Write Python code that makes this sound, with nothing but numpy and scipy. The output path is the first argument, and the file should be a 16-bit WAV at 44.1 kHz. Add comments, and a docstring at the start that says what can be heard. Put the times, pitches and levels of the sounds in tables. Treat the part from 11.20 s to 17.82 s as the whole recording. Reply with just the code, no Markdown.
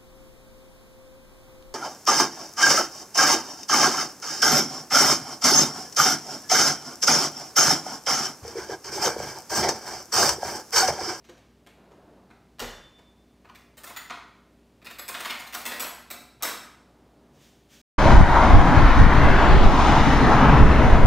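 """A drawer knocks and rumbles out to its stop, then steel cutlery clinks and jangles in a tray.
Each contact ticks, rings damped steel modes, clacks the handles and knocks the tray, all as struck resonators.
Rolls, fridge air and the clothes rustling at the end are shaped noise; the fridge hum is a few wavering sines.
Blows and slips sound through a hard-walled kitchen of early reflections and a diffuse tail."""
import sys
import numpy as np
from scipy import signal
from scipy.fft import rfft, irfft, next_fast_len
from scipy.io import wavfile
from scipy.ndimage import map_coordinates

SR = 44100
rng = np.random.default_rng(int(sys.argv[2]) if len(sys.argv) > 2 else 0)


def wav_out(sig):
    """Save sig, one row per channel (or a flat mono array), as 16-bit PCM at SR to the path in sys.argv[1]."""
    wavfile.write(sys.argv[1], SR, np.round(np.clip(np.atleast_2d(sig).T, -1, 1) * 32767).astype(np.int16))


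N = 291746
TIME = np.arange(N) / SR
TAIL = np.arange(2 ** 15) / SR  # time axis in seconds of one struck sound with its decay
BRIEF = TAIL[:2 ** 12]  # time axis in seconds of the shortest details
TOP_HZ = 15950  # upper band limit

# Modes of a fork, rung singly and by pushed pieces.
# Each row: frequency in Hz before detuning, level in dB before scatter, t60 in seconds before damping.
FORK_MODES = [(4170, -6, .3), (4931, -7, .25), (5300, -6, .3), (6820, -7, .25), (7230, -7, .2),
              (7880, -6, .7), (7985, -9, .8), (9445, -2, .25), (9480, -6, .2), (11164, -7, .3),
              (11611, -1, .5), (11670, -4, .2), (12735, -3, .2), (13820, -1, .2), (14090, -5, .25),
              (14670, 0, .2), (15590, -2, .25)]
# Colours of the steel tick, the handle clack and the tray knock. Each row: frequency in Hz, level in dB.
TICK_COLOUR = [(500, -28), (2000, -9), (4000, 3.5), (5200, -1.5), (6200, 0), (7300, -0.5), (9500, 0.5),
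               (10400, -8.5), (11500, -2), (14000, 0.5), (15700, 0)]
HANDLE_COLOUR = [(400, -24.5), (1000, -3.5), (1600, 1.5), (2500, 1.5), (2900, -3.5), (3500, -3),
                 (4300, -4.5), (5500, -8.5), (9000, -21.5), (15000, -33)]
TRAY_COLOUR = [(120, -27.5), (230, -3.5), (400, -6), (700, 0.5), (1250, 0.5), (1800, -7.5), (3000, -21),
               (7000, -37), (15000, -48)]
# Hollow resonances of tray and drawer. Each row: frequency in Hz, width in Hz, peak in dB over the colour.
BOX_RESONANCES = [(242, 16, 7), (358, 20, 3), (478, 30, 2), (589, 30, 2), (711, 28, 6), (1058, 35, 4),
                  (1245, 35, 4), (1470, 40, 3), (2310, 70, 2)]


def amp(db):
    """Decibels to gain."""
    return 10 ** (np.asarray(db) / 20)


def unit(x):
    """Scaled to rms 1."""
    return x / np.sqrt(np.mean(x ** 2) + 1e-20)


def along(points, hz):
    """(Hz, value) points read on a log frequency axis."""
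    f, v = np.transpose(points)
    return np.interp(np.log(hz + 1), np.log(f + 1), v)


def swell(strokes, attack_s, release_s):
    """Gain per sample of (start s, length s, dB) strokes: each sets in, holds and dies away."""
    gain = np.zeros(N)
    for start, length, db in strokes:
        t = TIME - start
        attack = np.clip(t / attack_s, 0, 1)
        release = np.exp(-np.maximum(t - length, 0) / release_s)
        gain += amp(db) * attack * release
    return gain


def add(bus, s, x):
    """Mix x into the bus at time s in seconds."""
    part = bus[max(round(s * SR), 0):][:len(x)]
    part += x[:len(part)]


def through(x, response):
    """x played through an impulse response, at its own length."""
    return signal.fftconvolve(x, response)[:len(x)]


def body(colour, resonances=(), size=8192):
    """Minimum-phase impulse response of energy 1 with a broad colour and resonant peaks."""
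    hz = np.fft.rfftfreq(size, 1 / SR)
    db = along(colour, hz)
    for f, width, peak in resonances:
        db = db + peak / (1 + (2 * (hz - f) / width) ** 2)
    # folding the cepstrum forward in time makes the response causal
    cepstrum = irfft(np.log(amp(db)))
    cepstrum[1:size // 2] *= 2
    cepstrum[size // 2 + 1:] = 0
    response = irfft(np.exp(rfft(cepstrum)))
    return response / np.linalg.norm(response)


def noise(colour):
    """Coloured noise of rms 1."""
    return unit(through(rng.standard_normal(N), body(colour)))


def kitchen(direct_db=-8, early_db=-2, early_s=0.0079, build_s=0.0042):
    """The room's answer, drawn anew per call: direct sound, a cluster off counter and cupboards, a diffuse tail."""
    # Reverberation time of the tail. Each row: frequency in Hz, t60 in seconds.
    decay_times = [(100, 0.79), (400, 0.56), (1200, 0.72), (4000, 0.65), (8000, 0.55), (15000, 0.39)]
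    hz, t, z = signal.stft(rng.standard_normal(len(TAIL)), SR, nperseg=256)
    decay = amp(-60 * t / along(decay_times, hz)[:, None])
    tail = signal.istft(z * decay, SR, nperseg=256)[1][:len(TAIL)]
    tail *= 1 - np.exp(-TAIL / build_s)
    early = rng.standard_normal(len(TAIL)) * np.exp(-((TAIL - early_s) / .004) ** 2)
    response = tail / np.linalg.norm(tail)
    response += amp(early_db) * early / np.linalg.norm(early)
    response[0] += amp(direct_db)
    return response


def chatter(length_s, bounce_db, per_s=900):
    """A first blow and its quick, random, dying bounces, of energy 1."""
    blows = (rng.random(len(BRIEF)) < per_s / SR) * rng.standard_normal(len(BRIEF))
    blows *= amp(bounce_db) * np.exp(-BRIEF / max(length_s, 1e-3))
    blows[0] = 1
    return blows / np.linalg.norm(blows)


def strike(response, length_s, bounce_db):
    """A chattering blow on a body, padded to the length of TAIL."""
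    sound = signal.fftconvolve(chatter(length_s, bounce_db), response)
    return np.pad(sound, (0, len(TAIL) - len(sound)))


def bounces(first, step, count):
    """Rows of a blow and its repeats, each one step on from the last."""
    return [np.add(first, k * np.array(step)) for k in range(count)]


def ring(modes, detune=0.0039, damping=0.17, scatter_db=5.5, count=3, size=128):
    """Damped sines of like pieces of steel, each a little out of tune and its t60 scaled by damping; energy 1."""
    hz, db, t60 = np.tile(np.transpose(modes), count)
    hz = hz * (1 + detune * rng.standard_normal(len(hz)))
    level = amp(db + scatter_db * rng.standard_normal(len(hz)))
    strength = level * np.exp(2j * np.pi * rng.random(len(hz)))
    poles = 2j * np.pi * hz - np.log(1000) / (t60 * damping)
    # each damped sine: its state at the start of a block times its course within the block
    block_starts = strength * np.exp(np.outer(TAIL[::size], poles))
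    within_block = np.exp(np.outer(poles, TAIL[:size]))
    tone = (block_starts @ within_block).imag.ravel()
    return tone / np.linalg.norm(tone)


def heap(t60, lo_hz, hi_hz, count=16):
    """The other pieces, lying on each other, answer every blow with different brief modes; energy 1."""
    hz = rng.uniform(lo_hz, hi_hz, (count, 1))
    modes = np.sin(2 * np.pi * (hz * BRIEF + rng.random((count, 1))))
    tone = modes.sum(axis=0) * amp(-60 * BRIEF / t60)
    return tone / np.linalg.norm(tone)


def background(air_db=-61.5, hum_db=-1, waver=0.21, waver_rate=6):
    """The fridge's hum, sines with slowly drifting phase, over the quiet rush of the room."""
    # Colour of the room's rush. Each row: frequency in Hz, level in dB.
    air_colour = [(12, -52), (20, -28), (48, -7), (134, -0.5), (158, -3), (241, -4), (262, -2.5),
                  (285, -3.5), (319, -5), (347, -2), (377, -9.5), (607, -8.5), (1330, -20), (4420, -26),
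                  (16000, -38)]
    # Partials of the fridge. Each row: frequency in Hz, rms level in dB before the hum trim.
    hum_partials = [(59.2, -66), (188.4, -70), (236.9, -67), (296.1, -70.5), (398.4, -70.5)]
    out = amp(air_db) * noise(air_colour)
    for hz, db in hum_partials:
        drift = map_coordinates(rng.standard_normal(200), [TIME * waver_rate], mode="mirror")
        out += amp(db + hum_db) * unit(np.sin(2 * np.pi * hz * TIME + waver * drift))
    return out


def clothes(level_db=-1):
    """Soft swishes of fabric: coloured noise that swells and dies away."""
    # Swishes of clothing. Each row: start in seconds, length in seconds before the release, level in dB before trim.
    swishes = [(6.11, .07, -66), (6.185, 0.055, -60.5), (6.485, 0.058, -55)]
    # Colour of the fabric. Each row: frequency in Hz, level in dB.
    cloth_colour = [(600, -16.5), (1800, -1), (2700, -2), (3250, 2.5), (4200, -4), (6500, -2),
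                    (10000, -13.5), (15000, -12)]
    return amp(level_db) * swell(swishes, attack_s=0.053, release_s=0.13) * noise(cloth_colour)


def drawer(click_db=30, rail_db=15, wood_db=30, roll_db=-1):
    """The drawer rumbles along its runners and bumps its stop; clicks, ringing rails and wood boom on each blow."""
    # The drawer runs out, then back. Each row: start in seconds, length in seconds before the release,
    # level in dB before trim.
    rolls = [(.5, 0.5, -56), (5.5, 0.67, -62)]
    # Light knocks as the drawer is gripped and runs. Each row: start in seconds, runner click in dB,
    # wood in dB, extra rail ring in dB, all levels before trim.
    bumps = [(0.043, -56.5, -64, 8.5), (0.089, -53.5, -56.5, 8), (0.173, -60, -61.5, -13),
             (0.465, -51.5, -56.5, -8), (0.712, -64, -58, 0), (1.103, -63, -53.5, 2), (1.386, -52, -52, 0),
             (1.785, -61.5, -60, -9)]
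    # The blow at the stop, in one row: runner click in dB, wood in dB, extra rail ring in dB, before trim.
    stop_levels = (-35.5, -34.5, 3)
    # Booms of the woodwork: the front when pulled, the cabinet at the stop and on closing.
    # Each row: start in seconds, frequency in Hz, level in dB before rise and decay, t60 in seconds,
    # rise time constant in seconds.
    shudders = [(.09, 349, -43, 0.18, 0.0019), (0.092, 510, -49.5, 0.28, 0.0035),
                (1.41, 37, -34.5, 0.5, 0.038), (1.406, 95.5, -41.5, 0.48, 0.033),
                (1.407, 127.3, -40, 0.097, 0.013), (1.407, 240, -37, 0.28, 0.016),
                (6.1, 143.5, -50, 0.37, 0.029)]
    # A gentle blow is a soft, dull one. Each row: runner click in dB before trim, low-pass edge in Hz
    # before the cap at TOP_HZ.
    hardness = [(-38, 5200), (-35, 20000)]
    # Modes of the steel runners. Each row: frequency in Hz before detuning, level in dB before scatter,
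    # t60 in seconds before damping.
    rail_modes = [(3536, -7, 1.5), (4010, -7, .2), (4290, -5, .2), (4700, -6, .15), (4990, -7, .2),
                  (5560, -15, 1.2), (5819, -6, .2), (6637, -6, .2), (7778, -7, .2), (8720, -9, .2),
                  (11574, -10, .2), (15423, -13, .2)]
    # Colours of the rolling, the runner click and the wood. Each row: frequency in Hz, level in dB.
    rumble_colour = [(88, -31), (150, -7.5), (299, -4.5), (651, -8), (710, -7.5), (1660, -21),
                     (2010, -27.5), (5000, -38.5), (6500, -64.5), (11000, -120)]
    runner_colour = [(400, -23.5), (1500, 8), (2400, 8.5), (4200, 4.5), (5300, 2), (6800, 3), (10400, -5.5),
                     (11600, -1), (15500, -2)]
    wood_colour = [(50, -22), (130, 1), (240, 4), (500, 8.5), (1000, 4), (2000, 0.5), (2800, -8),
                   (5000, -37), (15000, -60)]

    out = amp(roll_db) * swell(rolls, attack_s=0.11, release_s=0.16) * noise(rumble_colour)
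    runner, wood = body(runner_colour), body(wood_colour, BOX_RESONANCES)
    # against its stop the drawer rebounds: seconds on, click and wood lower in dB, same extra ring
    stop_s, rebound = 1.395, (.021, -4, -3, 0)
    for s, click, thud, free in [*bumps, *bounces((stop_s, *stop_levels), rebound, count=3)]:
        blow = amp(click + click_db) * strike(runner, 0.0037, bounce_db=-4.5)
        blow += amp(click + rail_db + free) * ring(rail_modes, detune=0.0012, damping=0.82, count=1)
        blow += amp(thud + wood_db) * strike(wood, 0.0041, bounce_db=4)
        edge_hz = min(np.interp(click, *np.transpose(hardness)), TOP_HZ)
        softened = signal.lfilter(*signal.butter(1, edge_hz, fs=SR), blow)
        add(out, s, through(softened, kitchen()))
    for s, hz, db, t60, rise_s in shudders:
        envelope = amp(db - 60 * TAIL / t60) * (1 - np.exp(-TAIL / rise_s))
        add(out, s, envelope * np.sin(2 * np.pi * hz * TAIL))
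    return out


def jostle(tray_db=-15, handle_db=-13, steel_db=-14, ring_db=-21, per_s=140):
    """Pushed pieces slip over each other in many small random contacts, each exciting steel, handle and tray."""
    # The hand pushes through the heap. Each row: start in seconds, length in seconds before the release,
    # level in dB of the slips before the contact levels.
    pushes = [(3.89, 0.24, -35.5), (4.36, .25, -32.5)]
    effort = swell(pushes, attack_s=0.025, release_s=0.031)
    slips = unit((rng.random(N) < per_s / SR) * rng.standard_normal(N)) * effort
    contact = amp(ring_db) * ring(FORK_MODES)
    knock = amp(tray_db) * body(TRAY_COLOUR, BOX_RESONANCES)
    knock += amp(handle_db) * body(HANDLE_COLOUR)
    knock += amp(steel_db) * body(TICK_COLOUR)
    add(contact, 0, knock)
    return through(slips, through(kitchen(), contact))


def cutlery(tick_db=30, heap_db=24, ring_db=23, clack_db=28, handle_ring_db=18, knock_db=30, tray_lag_s=0.00305):
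    """Steel meets steel and rings, the handles clack, and a moment later the tray takes the blow."""
    # Cutlery picked up and knocked about. Each row: start in seconds, steel tick in dB, handle clack in dB,
    # tray knock in dB, extra ring in dB, all levels before trim.
    clinks = [(2.246, -78, -63, -54.5, -10), (2.290, -76, -58.5, -54.5, 0), (2.349, -60, -55.5, -70, -10),
              (2.571, -52, -55.5, -56.5, -9), (2.635, -46, -50.5, -47.5, -1), (2.668, -49.5, -48, -53, -3),
              (2.694, -56, -53.5, -49.5, 9), (2.763, -47.5, -40.5, -52, 11), (2.899, -74, -39, -38.5, -8),
              (2.963, -77, -62, -54, -3), (3.618, -73, -59, -57, -1), (3.646, -53, -53.5, -54.5, -10),
              (3.662, -53.5, -44, -54, -13), (3.702, -50.5, -48, -52, -15), (3.786, -49, -42.5, -46, 14),
              (3.881, -37.5, -43.5, -42, -0.5), (3.943, -49.5, -36, -43, -8), (3.998, -42, -40, -40.5, -8),
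              (4.049, -43.5, -35.5, -39, -9), (4.099, -44.5, -32, -43, -17),
              (4.191, -46.5, -50, -44.5, -12), (4.266, -51, -56, -54, -3), (4.326, -45.5, -43.5, -47, -8),
              (4.341, -38.5, -38, -40, 3), (4.454, -35, -37, -38.5, -1), (4.513, -50, -36, -38, 3),
              (4.903, -39.5, -44.5, -43.5, 2.5), (5.206, -81, -59, -54, 0)]
    # Handfuls dropped back into the tray, each tumbling a few times before it lies still.
    # Each row: start in seconds, steel tick in dB, handle clack in dB, tray knock in dB, extra ring in dB.
    drops = [(4.597, -36.5, -39, -40.5, 10.3), (5.224, -30, -36.5, -35, 3)]
    # A piece landing on its handle stops dead, steel on steel chatters.
    # Each row: steel tick over handle clack in dB before trim, time constant of the chatter in seconds.
    chatter_lengths = [(-13, 0.0028), (3, 0.0086)]
    # Modes of a spoon and a knife. 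Each row: frequency in Hz before detuning, level in dB before scatter,
    # t60 in seconds before damping.
    spoon_modes = [(1060, -3, .15), (2314, -5, .15), (2500, -6, .15), (3480, -7, .2), (4000, -7, .35),
                   (5291, -6, .25), (7009, -1, .45), (9140, -7, 1.2), (9496, -7, .3), (11595, -3, .25),
                   (12763, 0, .25), (13813, -5, .35), (14730, 0, .2), (14950, -3, .2), (15595, -3, .35)]
    knife_modes = [(2306, -4, .4), (3950, -3, .3), (4376, -5, .5), (5040, -5, .35), (5280, -5, .35),
                   (7440, -5, .4), (7902, -3, .3), (9108, -4, .3), (9463, -6, .3), (11470, -1, .3),
                   (11600, -3, .3), (12473, 0, .2), (13339, -3, .3), (13860, -3, .25), (14120, 0, .4),
                   (15557, -3, .3)]
    # Times at which the next piece takes over the ringing, in seconds: spoon to fork, fork to knife.
    next_piece = [3.3, 4.8]

    out = np.zeros(N)
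    steel, handles, tray = body(TICK_COLOUR), body(HANDLE_COLOUR), body(TRAY_COLOUR, BOX_RESONANCES)
    pieces = [spoon_modes, FORK_MODES, knife_modes]
    # each tumble: seconds on, then tick, clack and knock lower in dB, same extra ring
    tumble = (.0205, -6, -2.5, -2.15, 0)
    falls = [row for drop in drops for row in bounces(drop, tumble, count=4)]
    for s, tick, clack, knock, free in [*clinks, *falls]:
        chatter_s = np.interp(tick - clack, *np.transpose(chatter_lengths))
        hit = amp(tick + tick_db) * strike(steel, chatter_s, bounce_db=6.0)
        hit += amp(tick + ring_db + free) * ring(pieces[np.searchsorted(next_piece, s)])
        hit += amp(clack + clack_db) * strike(handles, chatter_s, bounce_db=1.5)
        steel_heap = through(heap(t60=0.024, lo_hz=4096, hi_hz=15470), steel)
        add(hit, 0, amp(tick + heap_db) * steel_heap)
        handle_heap = through(heap(t60=0.025, lo_hz=820, hi_hz=3818, count=12), handles)
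        add(hit, 0, amp(clack + handle_ring_db) * handle_heap)
        add(hit, tray_lag_s, amp(knock + knock_db) * strike(tray, chatter_s, bounce_db=1))
        add(out, s, through(hit, kitchen()))
    return out


def scene():
    """One microphone feeds both channels."""
    mono = background() + clothes() + drawer() + jostle() + cutlery()
    return np.array([mono, mono])


def record(dry):
    """A band limit: the treble fades out over the last 350 Hz below TOP_HZ."""
    size = next_fast_len(N + SR)
    passband = np.clip((TOP_HZ - np.fft.rfftfreq(size, 1 / SR)) / 350, 0, 1) ** 2
    return irfft(rfft(dry, size) * passband, size)[:, :N]


dry = scene()
out = record(dry)
wav_out(out)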